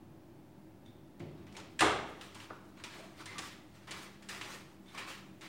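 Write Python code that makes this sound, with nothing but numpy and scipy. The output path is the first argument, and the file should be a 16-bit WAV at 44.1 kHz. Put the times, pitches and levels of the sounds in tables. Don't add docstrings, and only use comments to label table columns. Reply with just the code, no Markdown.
import sys
import numpy as np
from scipy import signal
from scipy.fft import rfft, irfft, next_fast_len
from scipy.io import wavfile
from scipy.ndimage import uniform_filter1d, map_coordinates

SR = 44100
rng = np.random.default_rng(int(sys.argv[2]) if len(sys.argv) > 2 else 0)


def log_audio(samples):
    frames = np.atleast_2d(samples).T
    limited = np.clip(frames, -1, 1)
    pcm = np.round(limited * 32767).astype(np.int16)
    wavfile.write(sys.argv[1], SR, pcm)


def convert_level_to_amplitude(level_db):
    exponent = np.asarray(level_db, float) / 20
    return 10 ** exponent


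N = 241957
LONG = 28000
WHOLE = next_fast_len(N)
HZ = np.fft.rfftfreq(WHOLE, 1 / SR)


def unit(x):
    return x / np.sqrt(np.mean(x ** 2) + 1e-20)


def along(points, hz):
    f, v = np.transpose(points)
    return np.interp(np.log(hz + 1), np.log(f + 1), v)


def coloured(x, points):
    gain = convert_level_to_amplitude(along(points, np.fft.rfftfreq(4096, 1 / SR)))
    cepstrum = irfft(np.log(gain + 1e-6))
    cepstrum[1:2048] *= 2
    cepstrum[2049:] = 0
    impulse = irfft(np.exp(rfft(cepstrum)))
    return signal.fftconvolve(x, impulse)[:len(x)]


def shaped(x, gain):
    return irfft(rfft(x, WHOLE) * gain, WHOLE)[..., :N]


def wobble(rate):
    knots = rng.standard_normal(int(N * rate / SR) + 4)
    return map_coordinates(knots, [np.arange(N) * rate / SR])


def swell_in(rise):
    return 1 - np.exp(-np.arange(LONG) / SR / rise)


def add(track, s, x):
    track[round(s * SR):][:len(x)] += x


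def roomed(x, wet_db, rise=0.0023, size=0):
    # (frequency [Hz], t60 [s])
    room_t60 = [(70, 1), (250, 0.97), (1000, 0.68), (3000, 0.69), (6000, 0.56), (10000, 0.39),
                (15000, 0.42)]
    hz, t, z = signal.stft(rng.standard_normal(LONG), SR, nperseg=256)
    decay = convert_level_to_amplitude(-60 * t / along(room_t60, hz)[:, None])
    tail = signal.istft(z * decay, SR, nperseg=256)[1][:LONG]
    tail = tail * (1 - np.exp(-np.arange(len(tail)) / SR / rise))
    tail = convert_level_to_amplitude(wet_db) * tail / np.linalg.norm(tail)
    if size:
        colour = np.sqrt(np.abs(uniform_filter1d(np.abs(rfft(x)) ** 2, size)))
        return x + irfft(colour * rfft(tail), LONG)
    return x + signal.fftconvolve(x, tail)[:len(x)]


def burst(points, t60, rise, click=0.):
    t = np.arange(LONG) / SR
    shape = swell_in(rise) * convert_level_to_amplitude(-60 * t / t60) + click * convert_level_to_amplitude(-60 * t / 0.0038)
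    x = coloured(rng.standard_normal(LONG) * shape, points)
    return x / np.abs(x).max()


def ring(modes, blur_hz):
    t = np.arange(LONG) / SR
    out = np.zeros(LONG)
    for hz, db, t60 in modes:
        drift = np.cumsum(rng.standard_normal(LONG)) * np.sqrt(2 * np.pi * blur_hz / SR)
        level = convert_level_to_amplitude(db + rng.normal(0, 2) - 60 * t / t60)
        out += level * np.sin(2 * np.pi * hz * t + drift)
    return out


def slam():
    # (time [s], peak [dB], panel boom [dB], rise [s])
    contacts = [
        (1.791, -25.5, -23, 0.0039),
        (1.806, -19, -3.5, 0.0011),
        (1.811, -25.5, 6, 0.0068),
        (1.821, -27.5, 7, 0.0023),
        (1.84, -34, 13, 0.0036),
        (1.862, -35, 10, 0.0021),
    ]
    # (frequency [Hz], density [dB per Hz])
    panel = [(24, -47), (40, -7), (145, -12), (210, -12), (327, -7), (480, -4), (890, -2), (980, -6.5),
             (1120, -2.5), (2240, -11.5), (2620, -66), (3300, -12), (4000, -40), (5200, -55), (8800, -120)]
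    # (frequency [Hz], density [dB per Hz])
    strike = [(350, -25), (600, -14.5), (1320, -14), (1600, -1), (2190, -4.5), (2830, -3), (4090, -6),
              (4490, -11.5), (9500, -15.5), (15500, -42)]
    # (frequency [Hz], level [dB], t60 [s])
    latch = [(3680, 3, 0.33), (3600, -14, 1.2), (4037, -24, 0.63), (5650, -13.5, 0.81), (5660, -23, 0.26),
             (7320, 7, 0.11), (7600, -11, 0.29), (8200, 3, 0.19), (9300, -3, 0.035)]
    # (frequency [Hz], level [dB], t60 [s])
    thud = [(71.4, -43, 1), (147, -47, .45), (324.7, -22.5, 0.28), (418, -28, 0.51)]
    out = np.zeros(N + LONG)
    for s, db, boom_db, rise in contacts:
        hit = burst(strike, 0.054, rise)
        hit = hit + convert_level_to_amplitude(-31) * ring(latch, blur_hz=90)
        hit = hit + convert_level_to_amplitude(boom_db) * burst(panel, 0.071, rise)
        add(out, s, convert_level_to_amplitude(db) * roomed(hit, size=120, wet_db=0.5))
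    add(out, 1.812, swell_in(0.012) * ring(thud, blur_hz=5.3))
    return out[:N]


def bump():
    # (time [s], peak [dB])
    bumps = [
        (1.196, -35.5),
    ]
    # (frequency [Hz], density [dB per Hz])
    body = [(24, -63), (40, -10), (82, -1.5), (199, 0), (257, -3.5), (374, -1), (446, -7), (517, -19),
            (576, -16), (633, -15.5), (1000, -27), (1300, -54), (2200, -120)]
    # (frequency [Hz], level [dB], t60 [s])
    knock = [(100, -55, 0.35), (153.3, -41.5, 0.61), (269, -46, 0.23), (352.5, -43, 0.4)]
    out = np.zeros(N + LONG)
    for s, db in bumps:
        add(out, s, convert_level_to_amplitude(db - 5.5) * roomed(burst(body, 0.24, rise=0.013), wet_db=3))
        add(out, s, swell_in(0.0081) * ring(knock, blur_hz=3.2))
    return out[:N]


def clinks():
    # (time [s], level [dB], ring length [share], lift of all modes [dB])
    strikes = [
        (0.8544, -61.5, 0.89, -1.5),
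        (0.8619, -52.5, 0.77, 3.5),
        (0.9672, -68, 0.78, 0.5),
        (4.8618, -59, 1.0, 5),
        (4.8848, -58, 1.0, -6),
    ]
    # (frequency [Hz], level [dB], t60 [s])
    key = [(2190, -12, 0.05), (3500, -9, 0.056), (3560, -14, 0.1), (4600, -24, 0.015), (5800, -20, .03),
           (8753, -23, .02)]
    out = np.zeros(N + LONG)
    for s, db, share, modes_db in strikes:
        modes = [(hz, level + modes_db * (level < 0), t60 * share) for hz, level, t60 in key]
        add(out, s, convert_level_to_amplitude(db - 3) * roomed(ring(modes, blur_hz=110), wet_db=2))
    return out[:N]


def taps():
    # (time [s], peak [dB], centre [Hz], low [dB], high [dB])
    rattles = [(0.858, -58, 2200, -8, -8), (1.196, -46.5, 1300, -2, -2), (1.202, -40.5, 2100, 2, -41),
               (1.468, -56, 915, -7, -26), (1.525, -48, 1840, -2, -7), (1.553, -43, 2100, 9, -20),
               (1.567, -33, 2670, -19, -11), (1.6, -43, 2190, -8, -7), (2.211, -36, 2760, -16, -14),
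               (2.346, -40.5, 3200, -15, -6), (2.401, -39.5, 2650, -11, -27),
               (2.502, -38.5, 1170, -14, -38), (2.506, -30.5, 1020, -2.5, -67)]
    # (time [s], peak [dB], centre [Hz], low [dB], high [dB])
    heels = [(2.774, -47, 1120, -28, -24), (2.798, -44, 1440, -18, -22), (2.838, -32, 2260, -22, -13.5),
             (3.2575, -36.5, 3560, -14, -3), (3.382, -29, 1160, -33, -6.5), (3.39, -30.5, 1100, -3, -10),
             (3.872, -44, 1150, -26, -22), (3.9095, -35.5, 1900, -23, 5), (3.915, -32.5, 2600, -5, -12),
             (4.223, -46, 1190, -18, -14), (4.289, -32.5, 1880, -22.5, -6), (4.412, -29.5, 2450, -11, -17),
             (4.945, -38.5, 1030, -14, -24), (4.975, -35, 1020, -20, -17), (5.41, -41, 2100, -9, -9)]
    out = np.zeros(N + LONG)
    for rows, t60 in ((rattles, 0.042), (heels, 0.072)):
        for s, db, hz, low_db, high_db in rows:
            colour = [(100, low_db + 3), (450, low_db), (0.87 * hz, -3), (hz, 0), (1.32 * hz, -3),
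                      (7200, high_db), (9800, high_db - 5.5), (11000, high_db - 15), (16000, high_db - 31)]
            tap = burst(colour, t60, rise=0.00069, click=0.63)
            add(out, s, convert_level_to_amplitude(db - 4) * roomed(tap, size=400, wet_db=-2.5))
    return out[:N]


def pressure():
    # (time [s], sliding time [s], level [dB], bright [dB], dull [dB])
    slides = [(1.2, 0.08, -56.5, -25, 0), (1.466, 0.018, -57, -16, -17), (1.567, .03, -50, -19, 1),
              (2.214, 0.032, -51, -9, -16), (2.35, .02, -50.5, -10, -11), (2.507, .008, -61, -20, 1),
              (2.84, 0.21, -46.5, -9.5, -5), (3.259, 0.18, -44.5, -15, -10.5),
              (3.385, 0.1, -46.5, -7.5, -21), (3.875, 0.06, -46, -15, -6), (3.908, 0.17, -46, -13, -15),
              (4.224, 0.023, -54.5, -9, -22), (4.292, 0.064, -43, -9, -10.5), (4.415, 0.11, -47, -13, -7),
              (4.948, 0.025, -49.5, -14, -1), (4.978, .08, -42.5, -15.5, -24),
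              (5.415, .08, -48.5, -13.5, -10)]
    # (peak time [s], swelling time [s], level [dB], bright [dB], dull [dB])
    drags = [(1.43, 0.18, -64.5, -16, 0), (1.55, .04, -55, -7, 5.5), (2.1, 0.13, -60, -8, 1),
             (2.2, 0.068, -60, -14, -2), (2.33, 0.042, -62, -5, -1), (2.406, 0.03, -50.5, -7.5, -9),
             (2.809, 0.091, -56, -15, -8), (2.826, .015, -67, -6, -15), (3.215, 0.088, -50, -8.5, -7),
             (3.76, 0.027, -60, -7, -24), (3.86, 0.19, -60, -15, -25), (4.024, 0.13, -51.5, -2.5, -5),
             (4.2, 0.083, -75, -1, -8), (4.548, 0.29, -46.5, -6.5, -6), (4.93, 0.095, -55, -9.5, -20),
             (5.095, .04, -42, -8, -11)]
    sag_db_per_s, lift_db_per_s, drag_off_db_per_s = 48, 156, 186
    step = 16
    t = np.arange(0, N + step, step) / SR
    power = (t > 1.7) * convert_level_to_amplitude([[-120], [-73.5], [-73.5]]) ** 2
    for s, length, db, high_db, low_db in slides:
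        u = np.maximum(t - s, 0)
        fall_db = sag_db_per_s * np.minimum(u, length) + lift_db_per_s * np.maximum(u - length, 0)
        level = np.minimum(u / 0.0018, 1) * convert_level_to_amplitude(db - fall_db)
        rasp = convert_level_to_amplitude(6.5 * np.exp(-u / 0.0046))
        power += (level * [convert_level_to_amplitude(low_db) + 0 * u, np.sqrt(rasp), convert_level_to_amplitude(high_db) * rasp]) ** 2
    for s, length, db, high_db, low_db in drags:
        level = np.clip(1 + (t - s) / length, 0, 1)
        level = level * convert_level_to_amplitude(db - drag_off_db_per_s * np.maximum(t - s, 0))
        power += (level * convert_level_to_amplitude([[low_db], [0], [high_db]])) ** 2
    return np.array([np.interp(np.arange(N) / SR, t, part) for part in np.sqrt(power)])


def scuffs():
    # (frequency [Hz], level [dB])
    sole = [(240, -18), (400, 4), (438, -5.5), (496, -2.5), (738, -4), (1170, -3.5), (1590, -10.5),
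            (2150, -6), (9210, -14), (10900, -16), (15500, -24)]
    big_slips = np.minimum(rng.exponential(size=N), 3) * (rng.random(N) < .03)
    slips = rng.standard_normal(N) * (1 + 0.6 * big_slips)
    slips = slips * convert_level_to_amplitude(1.5 * wobble(60) + 1.5 * wobble(20))
    strength = pressure()
    f, t, z = signal.stft(coloured(slips, sole), SR, nperseg=512)
    pressed_db = 20 * np.log10(np.interp(t, np.arange(N) / SR, strength[1]) + 1e-6)
    centre = np.clip(1704 + 7 * (pressed_db + 38.5), 1100, 2200)
    hollow = convert_level_to_amplitude(5 / (1 + ((f[:, None] - centre) / (0.23 * centre)) ** 2))
    patches = uniform_filter1d(rng.standard_normal(z.shape), size=3, axis=0)
    patches = unit(uniform_filter1d(patches, size=4, axis=1))
    rub = signal.istft(z * hollow * convert_level_to_amplitude(2.5 * patches), SR, nperseg=512)[1][:N]
    low = 1 / (1 + (HZ / 900) ** 6)
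    high = 1 / (1 + (4800 / (HZ + 1)) ** 6)
    parts = [unit(shaped(rub, band)) for band in (low, 1 - low - high, high)]
    return roomed(convert_level_to_amplitude(-5.5) * (strength * parts).sum(axis=0), wet_db=-6)


def chafes():
    # (time [s], frequency [Hz], level [dB], rise [s], t60 [s])
    catches = [(1.548, 2224, -46.5, .003, 0.11), (1.6, 2200, -56, .01, 0.1), (3.205, 1364, -43, .005, 0.11),
               (1.568, 6750, -51, 0.0025, 0.099), (2.348, 9400, -45, .002, 0.028),
               (2.99, 649.5, -46, 0.026, 0.3), (2.85, 992, -45, 0.0051, 0.14),
               (3.27, 2050, -40.5, 0.037, 0.29), (3.347, 1173, -43.5, 0.0065, 0.31),
               (3.93, 1130, -37, 0.018, 0.16), (4.291, 1870, -42.5, 0.0056, 0.27),
               (4.42, 2240, -55, .01, 0.13), (4.88, 3560, -50, 0.0045, 0.073), (4.98, 7600, -50, .003, .06),
               (4.98, 1084, -39, 0.016, 0.19), (5.08, 1260, -43, .015, 0.086),
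               (5.095, 2700, -41, 0.014, 0.19)]
    out = np.zeros(N + LONG)
    for s, hz, db, rise, t60 in catches:
        tone = swell_in(rise) * ring([(hz, db, t60)], blur_hz=0.09 * hz)
        add(out, s, roomed(tone, wet_db=-6))
    return out[:N]


def snaps():
    # (time [s], peak [dB])
    cracks = [(1.552, -42), (1.8096, -7), (2.348, -38), (2.2113, -39), (2.839, -28), (3.2577, -33),
              (3.3829, -24), (3.3838, -29), (3.3882, -23), (3.392, -21), (3.3994, -37), (3.873, -40),
              (3.9095, -27), (3.914, -24), (3.9244, -28), (4.2878, -28), (4.2923, -31), (4.3484, -29),
              (4.4125, -31), (4.415, -37), (4.5474, -31), (4.9436, -47), (4.945, -44), (5.1044, -32)]
    # (frequency [Hz], level [dB])
    snap_colour = [(300, -26), (1200, -8), (3000, 2), (6000, -10), (9800, -7), (11000, -24), (16000, -30)]
    pulses = np.zeros(N)
    for s, db in cracks:
        pulses[round(s * SR)] = convert_level_to_amplitude(db + 8) * rng.choice([-1, 1])
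    return roomed(coloured(pulses, snap_colour), wet_db=-20)


def hum():
    # (frequency [Hz], density [dB per Hz])
    floor = [(12, -40), (20, -13), (38, -24.5), (77, -8), (193, -9.5), (277, -9), (328, -2.5), (422, -20),
             (607, -15), (698, -17.5), (873, -18.5), (1120, -25), (7310, -41.5), (14700, -43), (16000, -33)]
    # (frequency [Hz], width [Hz], lift [dB])
    room_modes = [(104.4, 7.4, 7.5), (144.5, 11, 8.5), (194, 7, 15), (237, 42, 3), (317, 33, 2.5),
                  (392.5, 14.5, 10)]
    # (time [s], level [dB])
    rumble = [(0, 2), (1.0, 2), (1.9, 4), (2.5, 1), (3.3, 4.5), (3.7, 2), (5.49, 2.5)]
    lift_db = sum(db / (1 + (2 * (HZ - hz) / width) ** 2) for hz, width, db in room_modes)
    noise = unit(shaped(rng.standard_normal(WHOLE), convert_level_to_amplitude(along(floor, HZ) + lift_db)))
    low = shaped(noise, 1 / (1 + (HZ / 700) ** 4))
    hiss = noise - low
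    swell = convert_level_to_amplitude(np.interp(np.arange(N) / SR, *np.transpose(rumble)) + 0.61 * wobble(5))
    return convert_level_to_amplitude(-58) * (swell * low + convert_level_to_amplitude(1.5) * hiss)


def scene():
    # (frequency [Hz], level [dB])
    mic = [(20, -12), (45, -26), (70, -1), (9500, 1), (10600, -3.5), (13000, -2), (15000, 3)]
    door = slam() + bump() + clinks()
    steps = taps() + scuffs() + chafes() + snaps()
    return (coloured(door + steps, mic) + hum())[None]


def low_pass(x):
    return signal.sosfilt(signal.butter(12, 16470, fs=SR, output="sos"), x)


def record(dry):
    limited = shaped(dry, HZ < 15830)
    return low_pass(limited - .0005)


dry = scene()
out = record(dry)
log_audio(out)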